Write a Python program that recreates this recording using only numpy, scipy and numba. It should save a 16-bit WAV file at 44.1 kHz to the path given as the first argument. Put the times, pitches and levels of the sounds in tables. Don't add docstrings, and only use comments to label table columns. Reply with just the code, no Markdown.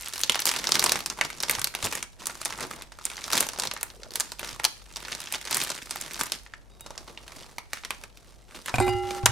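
import sys
import numpy as np
from scipy import signal
from scipy.fft import rfft, irfft
from scipy.io import wavfile
from scipy.ndimage import uniform_filter1d
from numba import njit

SR = 44100
rng = np.random.default_rng(int(sys.argv[2]) if len(sys.argv) > 2 else 0)


def dump_mix(stems):
    frames = np.atleast_2d(stems).T
    limited = np.clip(frames, -1, 1)
    pcm = np.round(limited * 32767).astype(np.int16)
    wavfile.write(sys.argv[1], SR, pcm)


def gain_from_db(level_db):
    decades = np.asarray(level_db, float) / 20
    return 10 ** decades


N = 410571

# start_s, peak_db, strongest_mode_hz, highs_db (against the peak)
TEAR_SNAPS = [(0.1353, -26.5, 4700, 1), (0.1582, -28, 3190, 2), (0.1788, -30, 5090, 7),
              (0.2038, -34, 4750, 8), (0.2348, -15.5, 4830, -4), (0.296, -5, 3040, -10.5),
              (0.3204, -24.5, 4950, 4), (0.3451, -18.5, 5430, -14), (0.3554, -12, 10500, -15),
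              (0.392, -17.5, 4600, -11), (0.402, -31, 5620, 9), (0.4194, -24, 4440, -6),
              (0.455, -14.5, 5550, 3), (0.4669, -19.5, 4500, 5.5), (0.479, -22, 4650, -2),
              (0.491, -17.5, 4850, 0), (0.5138, -21.5, 3200, 1), (0.641, -20.5, 1830, -4),
              (0.6708, -18, 5800, -6), (0.7199, -13, 4530, 0), (0.746, -19, 4820, -16),
              (0.754, -11, 4500, -4), (0.7941, -13, 4860, 3), (0.8403, -12.5, 7820, -0.5),
              (0.863, -16.5, 1230, -9), (0.894, -12.5, 3900, -5), (0.9198, -9, 5300, 0.5),
              (0.957, -12.5, 1160, -14), (1.0048, -24.5, 4500, -5)]
TURN_SNAPS = [(1.0605, -19.5, 5350, 0.5), (1.1001, -18.5, 5640, -7), (1.188, -22.5, 890, -12),
              (1.2111, -11.5, 1840, -25), (1.212, -15, 4360, -13), (1.2113, -50, 900, -11),
              (1.25, -28, 5300, 0), (1.403, -25.5, 5300, 1), (1.434, -13.5, 4100, -15),
              (1.4962, -11, 2230, -6), (1.5106, -23.5, 8780, 2), (1.5507, -19, 4640, -5),
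              (1.616, -21.5, 4820, 2), (1.6432, -15.5, 5100, 5.5), (1.646, -29, 5860, -14),
              (1.6715, -19.5, 5400, -3), (1.75, -17.5, 2360, -2.5), (1.8267, -20, 3780, -9),
              (1.8593, -18, 10600, -8), (1.9249, -21, 2450, -4), (1.9524, -21.5, 5460, 0),
              (2.0269, -22, 2260, -2.5), (2.2567, -27.5, 6100, 3), (2.269, -23.5, 8000, 11.5),
              (2.45, -27, 6800, 3), (2.456, -12.5, 9200, -13), (2.6066, -25.5, 2020, -2),
              (2.7113, -23, 1270, -3), (2.8212, -30, 2550, 0)]
OPEN_SNAPS = [(3.053, -21.5, 9200, -2), (3.101, -29.5, 9000, -10), (3.2406, -24, 4000, -10),
              (3.3251, -16, 5370, -4), (3.3315, -11, 4250, -1), (3.3772, -11.5, 5350, 0),
              (3.406, -15.5, 4470, 5), (3.4883, -18.5, 5850, -6), (3.5767, -33, 4930, -6),
              (3.598, -17, 5700, -1), (3.6207, -22, 5250, -8), (3.6353, -15.5, 3900, -8),
              (3.672, -19, 5600, -6), (3.7127, -16, 4140, -30), (3.7647, -23.5, 1830, -32),
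              (3.83, -19.5, 10800, -5.5), (3.9016, -31.5, 4020, -41), (4.0331, -29.5, 4400, -30),
              (4.1565, -18.5, 5100, 8), (4.199, -19, 8640, -3), (4.2053, -17, 5150, -1),
              (4.319, -24.5, 4270, -2.5), (4.394, -23, 3260, -5.5), (4.43, -21.5, 1380, -19),
              (4.5978, -19, 2420, -15), (4.6423, -13, 5500, -1), (4.6499, -9, 4750, 3.5)]
PULL_SNAPS = [(4.9599, -25.5, 4900, -10), (5.05, -25.5, 2720, -43), (5.1213, -23, 5400, -28),
              (5.1498, -23.5, 5430, -5), (5.324, -20.5, 9300, 0), (5.3386, -20, 2500, -23),
              (5.3464, -18, 2960, -15), (5.4522, -23, 8850, -16), (5.5275, -14, 5230, -15),
              (5.545, -21.5, 6000, 1), (5.569, -23, 10300, 4.5), (5.702, -22.5, 5500, 0),
              (5.9087, -19.5, 6440, -5.5), (5.958, -24.5, 1410, -5), (6.0118, -27, 9700, 3),
              (6.134, -32.5, 9000, 5), (6.1927, -26, 1410, -1), (6.2108, -13.5, 1480, -7),
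              (6.3199, -13.5, 6420, -8)]
TRAY_SNAPS = [(6.463, -34.5, 1830, -54), (6.537, -29, 1760, -76), (6.808, -43.5, 9350, 12.5),
              (6.8625, -28, 1180, -16), (6.865, -42, 5260, -2), (6.9055, -28.5, 890, -16),
              (6.952, -43, 900, -36), (6.978, -26, 4070, -10), (7.08, -40, 895, -20),
              (7.175, -29, 2800, -64), (7.279, -35.5, 3200, -3), (7.32, -33, 1850, -7),
              (7.583, -19.5, 2200, -9), (7.7324, -17, 1890, -8), (7.772, -32.5, 1390, -10),
              (7.8355, -30, 1820, -34), (7.8488, -22.5, 5700, -14), (7.906, -14, 2330, -13),
              (8.0372, -24.5, 2530, -13), (8.1723, -38.5, 3680, -6), (8.554, -39, 5600, -22),
              (8.6597, -27, 2650, -1.5), (8.6816, -24.5, 2280, -10), (8.685, -28, 1820, -17),
              (8.69, -38, 1390, -17), (8.694, -27, 1080, -19), (9.107, -42, 2300, -8),
              (9.258, -3, 5800, -7), (9.261, -6, 1900, -10)]
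# start_s, peak_db (before TICK_DB), strongest_mode_hz, highs_db
TICKS = [(0.0097, -24.0, 5640, 2.5), (0.0218, -21, 7750.0, -4.0), (0.0598, -18, 7800, -5),
         (0.0842, -25, 9800, 6), (0.1466, -30, 5560.0, 5), (0.193, -23, 3320.0, 6),
         (0.2137, -21, 2560.0, 8), (0.3755, -16, 1300, -20.0), (0.5153, -13, 3290.0, -4.0),
         (0.5383, -10.5, 2400, -10), (0.5627, -12, 3680, -2), (0.6907, -10, 1200, -6),
         (0.8176, -18, 4780, -4), (0.825, -6.5, 2380, -8.0), (0.883, -19, 1330, -8.0),
         (0.9901, -16, 2670.0, 0), (1.2482, -17, 4600, -13), (1.3021, -16, 2220.0, -0.5),
         (1.4841, -17, 5450.0, -9.0), (1.526, -20, 1160.0, -21.0), (1.534, -17.0, 4350, -11.0),
         (1.5441, -24, 3790.0, -15.0), (1.585, -14, 1150, -7), (1.594, -14.5, 8480.0, -7),
         (1.671, -20, 1980, -17), (1.7396, -21, 1660, -6), (1.9321, -15.5, 2410.0, -7.0),
         (2.2197, -24, 990.0, -28), (2.297, -12.5, 1410, -25), (2.415, -15, 1244, -7),
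         (2.5, -23.0, 3010.0, -12), (2.5055, -17, 1080, -22), (2.5244, -14, 1960.0, -15),
         (2.6272, -19, 1140, -5.0), (2.6388, -15, 720, -29), (2.8106, -24, 1090, -23),
         (2.92, -23.5, 1910, -15), (2.9875, -23, 1340, -13), (3.012, -26, 1260, -21.0),
         (3.1154, -21.5, 1880, -9.0), (3.1683, -22, 4630, -6.0), (3.179, -20.5, 1980, -19),
         (3.1886, -24, 1230.0, -20), (3.2794, -16.5, 1270, 1), (3.303, -13, 5400, -6),
         (3.3156, -15, 5770.0, 0), (3.354, -9, 5320.0, -1), (3.3958, -26, 8870.0, -5),
         (3.4268, -10, 860, -8.0), (3.467, -18.5, 860.0, 2), (3.5336, -19.5, 960, -3),
              (3.5605, -23, 870, -24), (3.5873, -12.5, 745, 0), (3.5926, -18, 915, -17.0),
              (3.737, -19, 750.0, 5.5), (3.7741, -21, 5810.0, -16), (3.7839, -30, 1790.0, -25.0),
              (3.811, -19.5, 5750, -7), (4.107, -26, 4480.0, -2), (4.118, -29, 5580.0, -3),
              (4.1368, -28, 4840.0, 7), (4.4456, -19.5, 3870, 2.5), (4.6354, -16, 2340, -6.0),
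              (4.968, -15, 3760, -7), (5.0028, -22.5, 2970, -8), (5.083, -17, 1530, -14.0),
              (5.128, -15.5, 3060.0, -14), (5.189, -22, 1230.0, -18.0), (5.2028, -15, 9700, -9),
              (5.2158, -25, 3810.0, 2), (5.272, -16, 2700, -37), (5.354, -16, 4130.0, -21),
              (5.4129, -20, 6300, -1), (5.473, -15.5, 2240, -16), (5.5098, -10, 10250.0, -7),
              (5.623, -14, 2000, 4), (5.6368, -17.5, 6050, 6), (5.6717, -16.5, 2270, -3),
              (5.6923, -20, 4650, -1), (5.9537, -27, 2090, -5), (6.202, -17, 2200.0, 5),
              (6.2344, -14.5, 2040, -1), (6.2794, -27, 3130, -23), (7.4317, -28, 3040.0, -29),
              (8.0128, -32, 800, -11), (8.6973, -22, 1070, -18),
         (0.4735, -6, 3350, -2),
    (0.486, -14, 4120, 4),
    (0.5877, -19, 4780, -4),
    (0.652, -20, 5600, -4),
    (.7421, -12, 6100, -3.5),
    (0.8613, -4, 4650, -7),
    (0.9157, -16.5, 1320, -5),
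    (1.4272, -14.5, 9600, -1.5),
    (3.6527, -11.5, 3190, -3),
]
# firmest_s, rustle_db, rise_s, fall_s (times for 20 dB), lows_db
WRAP_GRIPS = [(.12, -44, 0.58, 0.58, -13), (.32, -48, 0.075, 0.68, -28), (.48, -34, 0.017, 0.2, -9),
              (.85, -36, 0.67, 0.3, 0), (1.24, -49, 0.76, 0.94, 1.5), (1.51, -38.5, 0.22, 0.11, -4.5),
              (1.849, -27.5, 0.064, 0.035, -1), (1.98, -38.5, 0.26, 0.084, -5),
              (2.199, -46, 0.011, 0.7, -1.5), (2.48, -41, 0.22, 0.12, -10), (2.64, -41.5, 0.29, 0.2, 3.5),
              (3.08, -44.5, 0.13, 1, -5.5), (3.368, -26, 0.049, 0.09, -1.5),
              (3.65, -44.5, 0.14, 0.051, 7.5), (4.06, -56.5, 0.75, 0.13, 4), (4.16, -41.5, 0.039, 0.23, -4),
              (4.501, -41.5, 0.24, 0.16, -4), (5.14, -46, 0.49, 0.057, -4.5), (5.34, -42.5, 0.35, 0.1, -8),
              (5.562, -34, 0.16, 0.4, -6.5), (6.211, -39.5, 0.72, 0.25, -5), (6.37, -48, 0.13, 0.074, -10)]
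# firmest_s, rustle_db, rise_s, fall_s, lows_db
TRAY_GRIPS = [(6.85, -64, 0.2, 0.25, -3), (7.1, -52.5, 0.71, 0.34, 6), (7.36, -47.5, 0.21, 0.4, 1),
              (7.76, -46, 0.077, 0.1, -13), (7.92, -49.5, 0.25, 0.14, -4), (8.04, -52, 0.074, 0.067, 5),
              (8.3, -57, 0.6, 0.3, 0.5), (8.57, -45, 0.11, 0.093, 1), (8.68, -45, 0.063, 0.066, -7),
              (8.757, -30, 0.013, 0.011, 3), (8.78, -45, 0.35, 0.93, 1), (9.11, -38.5, 0.063, 0.084, 1),
              (9.175, -36.5, 0.083, 0.032, 3), (9.27, -48, 0.11, 0.096, -6)]
# band_hz, level_db
SHEET = [(170, -17), (300, -12.5), (550, -12), (1000, -8.5), (1800, -5.5), (3000, -4.5), (4800, -1),
         (7500, -1.5), (11000, -3), (14500, -46)]
# frequency_hz, side_share (side against mid amplitude)
SIDE_SHARE = [(60, 0.61), (300, 0.27), (1000, 0.25), (5000, 0.26), (15000, 0.73)]
# start_s, knock_db, top_mode_db (a flat landing chokes it)
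BLOWS = [(6.712, -63.5, 0), (6.808, -50, 0), (8.741, -17, 1.5), (8.7835, -16, 0), (8.801, -14, -14),
         (8.812, -26, -14), (8.824, -27, 3), (8.867, -27, -2), (8.879, -18, -8), (8.891, -30, 1.5),
         (9.231, -32, -8)]
# mode_hz, level_db, t60_s
BISCUIT = [(300, -8, .03), (750, 3, .045), (1050, -4, .03), (1550, -6, .025), (2430, 1, .035)]
# start_s, mode_hz, level_db
PINGS = [(6.712, 3775, -60), (6.712, 4820, -67), (6.808, 3775, -49), (6.808, 4820, -62), (6.808, 2853, -63),
         (8.79, 4167, -43), (8.806, 367, -20.5), (8.801, 4820, -41), (8.808, 803, -26), (8.81, 1362, -40),
         (8.812, 3775, -39), (8.81, 2046, -33), (8.82, 2853, -45), (8.822, 4167, -38), (8.881, 2853, -35),
         (8.889, 4820, -41)]
# mode_hz, t60_s
BOWL = [(367, 1.35), (803, 2.5), (1362, 2.5), (2046, 1.05), (2853, .7), (3775, .38), (4167, .14),
        (4820, .28)]
# frequency_hz, pan_db (left minus right)
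BOWL_PAN = [(367, -6.5), (803, -1.5), (1400, 6), (3000, -0.5), (10000, 4.5)]
# start_s, level_db
GLINTS = [
    (8.742, -34),
    (8.783, -32),
    (8.8, -28),
    (8.822, -35),
    (8.849, -42),
    (8.865, -37),
    (8.879, -36),
    (8.889, -35),
]
# mode_hz, level_db, t60_s
RIM = [(7230, -15, .17), (7467, -11, .17), (8220, -11, .13), (8759, -9, .12), (9846, -12, .12),
       (10240, -9, .1), (11650, -12, .12), (12800, -13, .08), (13390, -14, .1), (14580, -15, .12)]
# start_s, peak_db, pitch_hz
THUDS = [(0.745, -44, 146), (1.578, -37, 105), (1.621, -41.5, 152), (1.835, -32, 101), (3.666, -41.5, 119),
         (4.526, -44, 125), (8.741, -23.5, 126), (8.789, -18.5, 107), (8.891, -25, 109.4),
         (8.948, -26.5, 105), (9.041, -35, 99), (9.236, -20.5, 113), (9.29, -24, 115)]
SWAY_START_S = [8.795, 9.236]
SWAY_LEVEL_DB = [-31.5, -38.5]
# start_s, peak_db
SLIPS = [(3.943, -44), (3.967, -44), (3.977, -45), (3.997, -39.5), (4.024, -39), (4.047, -41), (4.066, -37),
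         (4.087, -43), (4.107, -44), (4.119, -38), (4.148, -37), (4.175, -37)]
# frequency_hz, density_db (per Hz)
AIR = [(20, -2.5), (60, -9), (90, 1), (250, -12), (750, -12), (1600, -33), (5000, -42), (9000, -47),
       (15000, -52)]
# line_hz, width_hz, density_db (per Hz)
MAINS = [(48.8, 6, 8.5)]

TICK_DB, SNAP_TINT_DB = -9.5, 3
TINY_PER_S, TINY_DB, TINY_SPREAD_DB, RUB_DB = 160, 9.5, 2.8, -1.5
SLIDE_FROM_S, SLIDE_CALM_DB = 6.6, -4.5
REST_DB, REST_LOWS_DB = -80, 16
HAND_PAN_DB = -1.1
SWAY_HZ = 61.2
SLIP_HZ, SLIP_T60_S = 456, 0.027
ROOM_T60_S, ROOM_DB = 0.37, -14
AIR_DB = -53.5
HUM_HZ, HUM_DB, HUM_TURN_RAD = 50.3, -56.5, 1.25
SOFT_TREBLE_HZ, TOP_HZ = 12340, 15800


def creases():
    events = TEAR_SNAPS + TURN_SNAPS + OPEN_SNAPS + PULL_SNAPS + TRAY_SNAPS
    events = events + [(s, db - 8.5, 1100, -24) for s, db, *_ in BLOWS]
    ticks = TICKS
    events = events + [(s, db + TICK_DB, hz, highs) for s, db, hz, highs in ticks]
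    s, db, main_hz, highs_db = np.transpose(events)

    noise = np.sign(rng.standard_normal((2, 2, N)))
    u = rng.random((TINY_PER_S * N // SR, 3))
    tiny_s = np.sort(u[:, 0]) * N / SR
    tiny_db = TINY_DB - TINY_SPREAD_DB * np.log(u[:, 1] + 1 / 30)
    tiny_db = tiny_db + SLIDE_CALM_DB * (tiny_s > SLIDE_FROM_S)
    facet_octave = 4 * (u[:, 2] - .5)
    t, grip_db, lows_db = handling()
    snap_tint = rng.standard_normal((len(s), len(SHEET)))
    tiny_tint = rng.standard_normal((len(u), len(SHEET)))

    out = ring(s, main_hz, .012 * (main_hz / 3000) ** -.4, db - 7, HAND_PAN_DB, 0.)
    other_hz = np.clip(main_hz * 2 ** (.7 * snap_tint[:, :2].T), 600, 11000)
    out = out + ring(s, other_hz, .014 * (other_hz / 3000) ** -.4, db - 13, HAND_PAN_DB, 0.)

    for k, (hz, band_db) in enumerate(SHEET):
        low = np.clip(np.log2(1600 / hz), 0, 1)
        high = np.clip(np.log2(hz / 4500) / 1.25, 0, 1)
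        deep = max(np.log2(900 / hz), 0)
        near_db = 8 * np.exp(-np.log2(hz / main_hz) ** 2 / 0.12)
        facet_db = 9 * np.exp(-(np.log2(hz / 3000) - facet_octave) ** 2) - 4
        t60 = 0.0082 * (hz / 3000) ** -.4
        handled_db = grip_db + low * (lows_db + 3.5)

        loud_db = db - .8 - 7 * deep + near_db + high * (highs_db + 10.0)
        loud = release(s, loud_db + SNAP_TINT_DB * snap_tint[:, k], t60)
        faint_db = np.interp(tiny_s, t, handled_db) + tiny_db + facet_db
        tiny = release(tiny_s, faint_db + 2.2 * tiny_tint[:, k], 0.45 * t60)
        rub = gain_from_db(np.interp(np.arange(N) / SR, t, handled_db) + RUB_DB)

        edges_hz = [hz / 1.35, min(hz * 1.35, 16000)]
        band = signal.butter(N=2, Wn=edges_hz, btype="band", fs=SR, output="sos")
        gain = gain_from_db(band_db) * np.sqrt(SR / 8 / hz)
        source = (loud + tiny + rub) * stereo(noise[k % 2], shape(SIDE_SHARE, hz))
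        out = out + gain * signal.sosfilt(band, source)
    return out * gain_from_db(np.array([[HAND_PAN_DB / 2], [-HAND_PAN_DB / 2]]))


def handling():
    t = np.arange(0, N / SR + .01, .002)
    s, db, rise_s, fall_s, lows_db = np.transpose(WRAP_GRIPS + TRAY_GRIPS)[:, :, None]
    away = np.where(t < s, (s - t) / np.maximum(rise_s, .01), (t - s) / np.maximum(fall_s, .01))
    power, rest = gain_from_db(db - 20 * away) ** 2, gain_from_db(REST_DB) ** 2
    total = power.sum(axis=0) + rest
    mean_lows_db = ((power * lows_db).sum(axis=0) + rest * REST_LOWS_DB) / total
    return t, 10 * np.log10(total), mean_lows_db


def release(s, db, t60):
    jumps = np.bincount((s * SR).astype(int), gain_from_db(db), N)[:N]
    crack, shiver = (signal.lfilter([1], [1, -np.exp(-np.log(1000) / (decay_s * SR))], jumps)
                     for decay_s in (t60, 7.2 * t60))
    return uniform_filter1d(crack + 0.28 * shiver, size=27)


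def stereo(noise, side):
    mid, apart = noise
    return (mid + np.clip(side, 0, 1) * apart * np.array([[1], [-1]])) / np.sqrt(1 + side ** 2)


def ring(s, hz, t60, db, pan_db, lag_s):
    values = np.broadcast_arrays(s, hz, t60, db, pan_db, lag_s)
    s, hz, t60, db, pan_db, lag_s = (a.ravel() for a in values)
    out = np.zeros((2, N))
    decay = np.log(1000) / (np.maximum(t60, 1e-3) * SR)
    pole = np.exp(2j * np.pi * np.minimum(hz, .45 * SR) / SR - decay)
    turn = np.exp(1j * np.pi * hz * lag_s)
    start = (np.maximum(s, 0) * SR).astype(np.int64)
    add_modes(out, start, pole, gain_from_db(db + pan_db / 2) * turn, gain_from_db(db - pan_db / 2) / turn)
    return out


@njit
def add_modes(out, start, pole, left, right):
    for k in range(len(start)):
        z = 1 + 0j
        for i in range(start[k], out.shape[1]):
            out[0, i] += (z * left[k]).imag
            out[1, i] += (z * right[k]).imag
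            z *= pole[k]
            if abs(z.real) + abs(z.imag) < 1e-3:
                break


def shape(table, hz):
    f, v = np.transpose(table)
    return np.interp(np.log(hz), np.log(f), v)


def biscuits():
    s, knock_db, top_db = np.transpose(BLOWS)[:, :, None, None]
    hz, db, t60 = np.transpose(BISCUIT)
    g = rng.standard_normal((2, len(s), 3, len(hz)))
    bounce = np.arange(3)[:, None]
    contact_s = s + .004 * bounce + .0005 * abs(g[1])
    mode_db = db + top_db * (hz > 2000)
    level_db = knock_db + mode_db - 4 - 7 * bounce + 2 * g[1]
    return ring(contact_s, hz * (1 + .02 * g[0]), t60, level_db, HAND_PAN_DB, 0.)


def china():
    ping_s, ping_hz, ping_db = np.transpose(PINGS)
    bowl = ring(ping_s, ping_hz, shape(BOWL, ping_hz), ping_db, shape(BOWL_PAN, ping_hz), 0.)
    hz, db, t60 = np.transpose(RIM)
    s, glint_db = np.transpose(GLINTS)[:, :, None]
    glint_db = glint_db + 4.5 * rng.standard_normal((len(s), len(hz)))
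    rim = ring(s, hz, 0.61 * t60, db + glint_db, shape(BOWL_PAN, hz), 0.)
    return bowl + rim


def table():
    s, db, hz = np.transpose(THUDS)
    thuds = ring(s, hz, .2, db, -1.5, 1.5e-3)
    sway = ring(SWAY_START_S, SWAY_HZ, 1.2, SWAY_LEVEL_DB, 1.5, 4.5e-3)
    return thuds + sway


def fingertip():
    s, db = np.transpose(SLIPS)
    pop_hz = SLIP_HZ * (1 + 0.13 * rng.standard_normal(len(s)))
    return ring(s, pop_hz, SLIP_T60_S, db, HAND_PAN_DB, 0.)


def room(x):
    t = np.arange(int(.35 * SR)) / SR
    tail = signal.lfilter([1], [1, -.4], rng.standard_normal((2, len(t))))
    tail = tail * np.exp(-np.log(1000) * t / ROOM_T60_S) * np.clip(t / 0.0016, 0, 1)
    tail = gain_from_db(ROOM_DB) * tail / np.sqrt(np.sum(tail ** 2) / 2)
    return x + signal.fftconvolve(x, tail, axes=1)[:, :N]


def air():
    hz = np.fft.rfftfreq(N, 1 / SR) + 1
    drone = sum(gain_from_db(db) / (1 + ((hz - f) / width) ** 2) for f, width, db in MAINS)
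    mid, side = rfft(rng.standard_normal((2, N))) * (gain_from_db(shape(AIR, hz)) + drone)
    x = irfft(mid + 2.67 * shape(SIDE_SHARE, hz) * side * np.array([[1], [-1]]), N)
    phase = 2 * np.pi * HUM_HZ * np.arange(N) / SR + np.array([[HUM_TURN_RAD], [0]])
    return x * gain_from_db(AIR_DB) / x.std() + gain_from_db(HUM_DB) * np.sin(phase)


def scene():
    return room(creases() + biscuits() + fingertip()) + china() + table() + air()


def roll_off(x):
    return signal.sosfilt(signal.butter(12, 17020, fs=SR, output="sos"), x)


def record(dry):
    x = signal.sosfilt(signal.ellip(8, .2, 70, TOP_HZ, fs=SR, output="sos"), dry)
    x = signal.sosfilt(signal.butter(N=2, Wn=SOFT_TREBLE_HZ, fs=SR, output="sos"), x)
    return roll_off(np.clip(x, -1, 1))


dry = scene()
out = record(dry)
dump_mix(out)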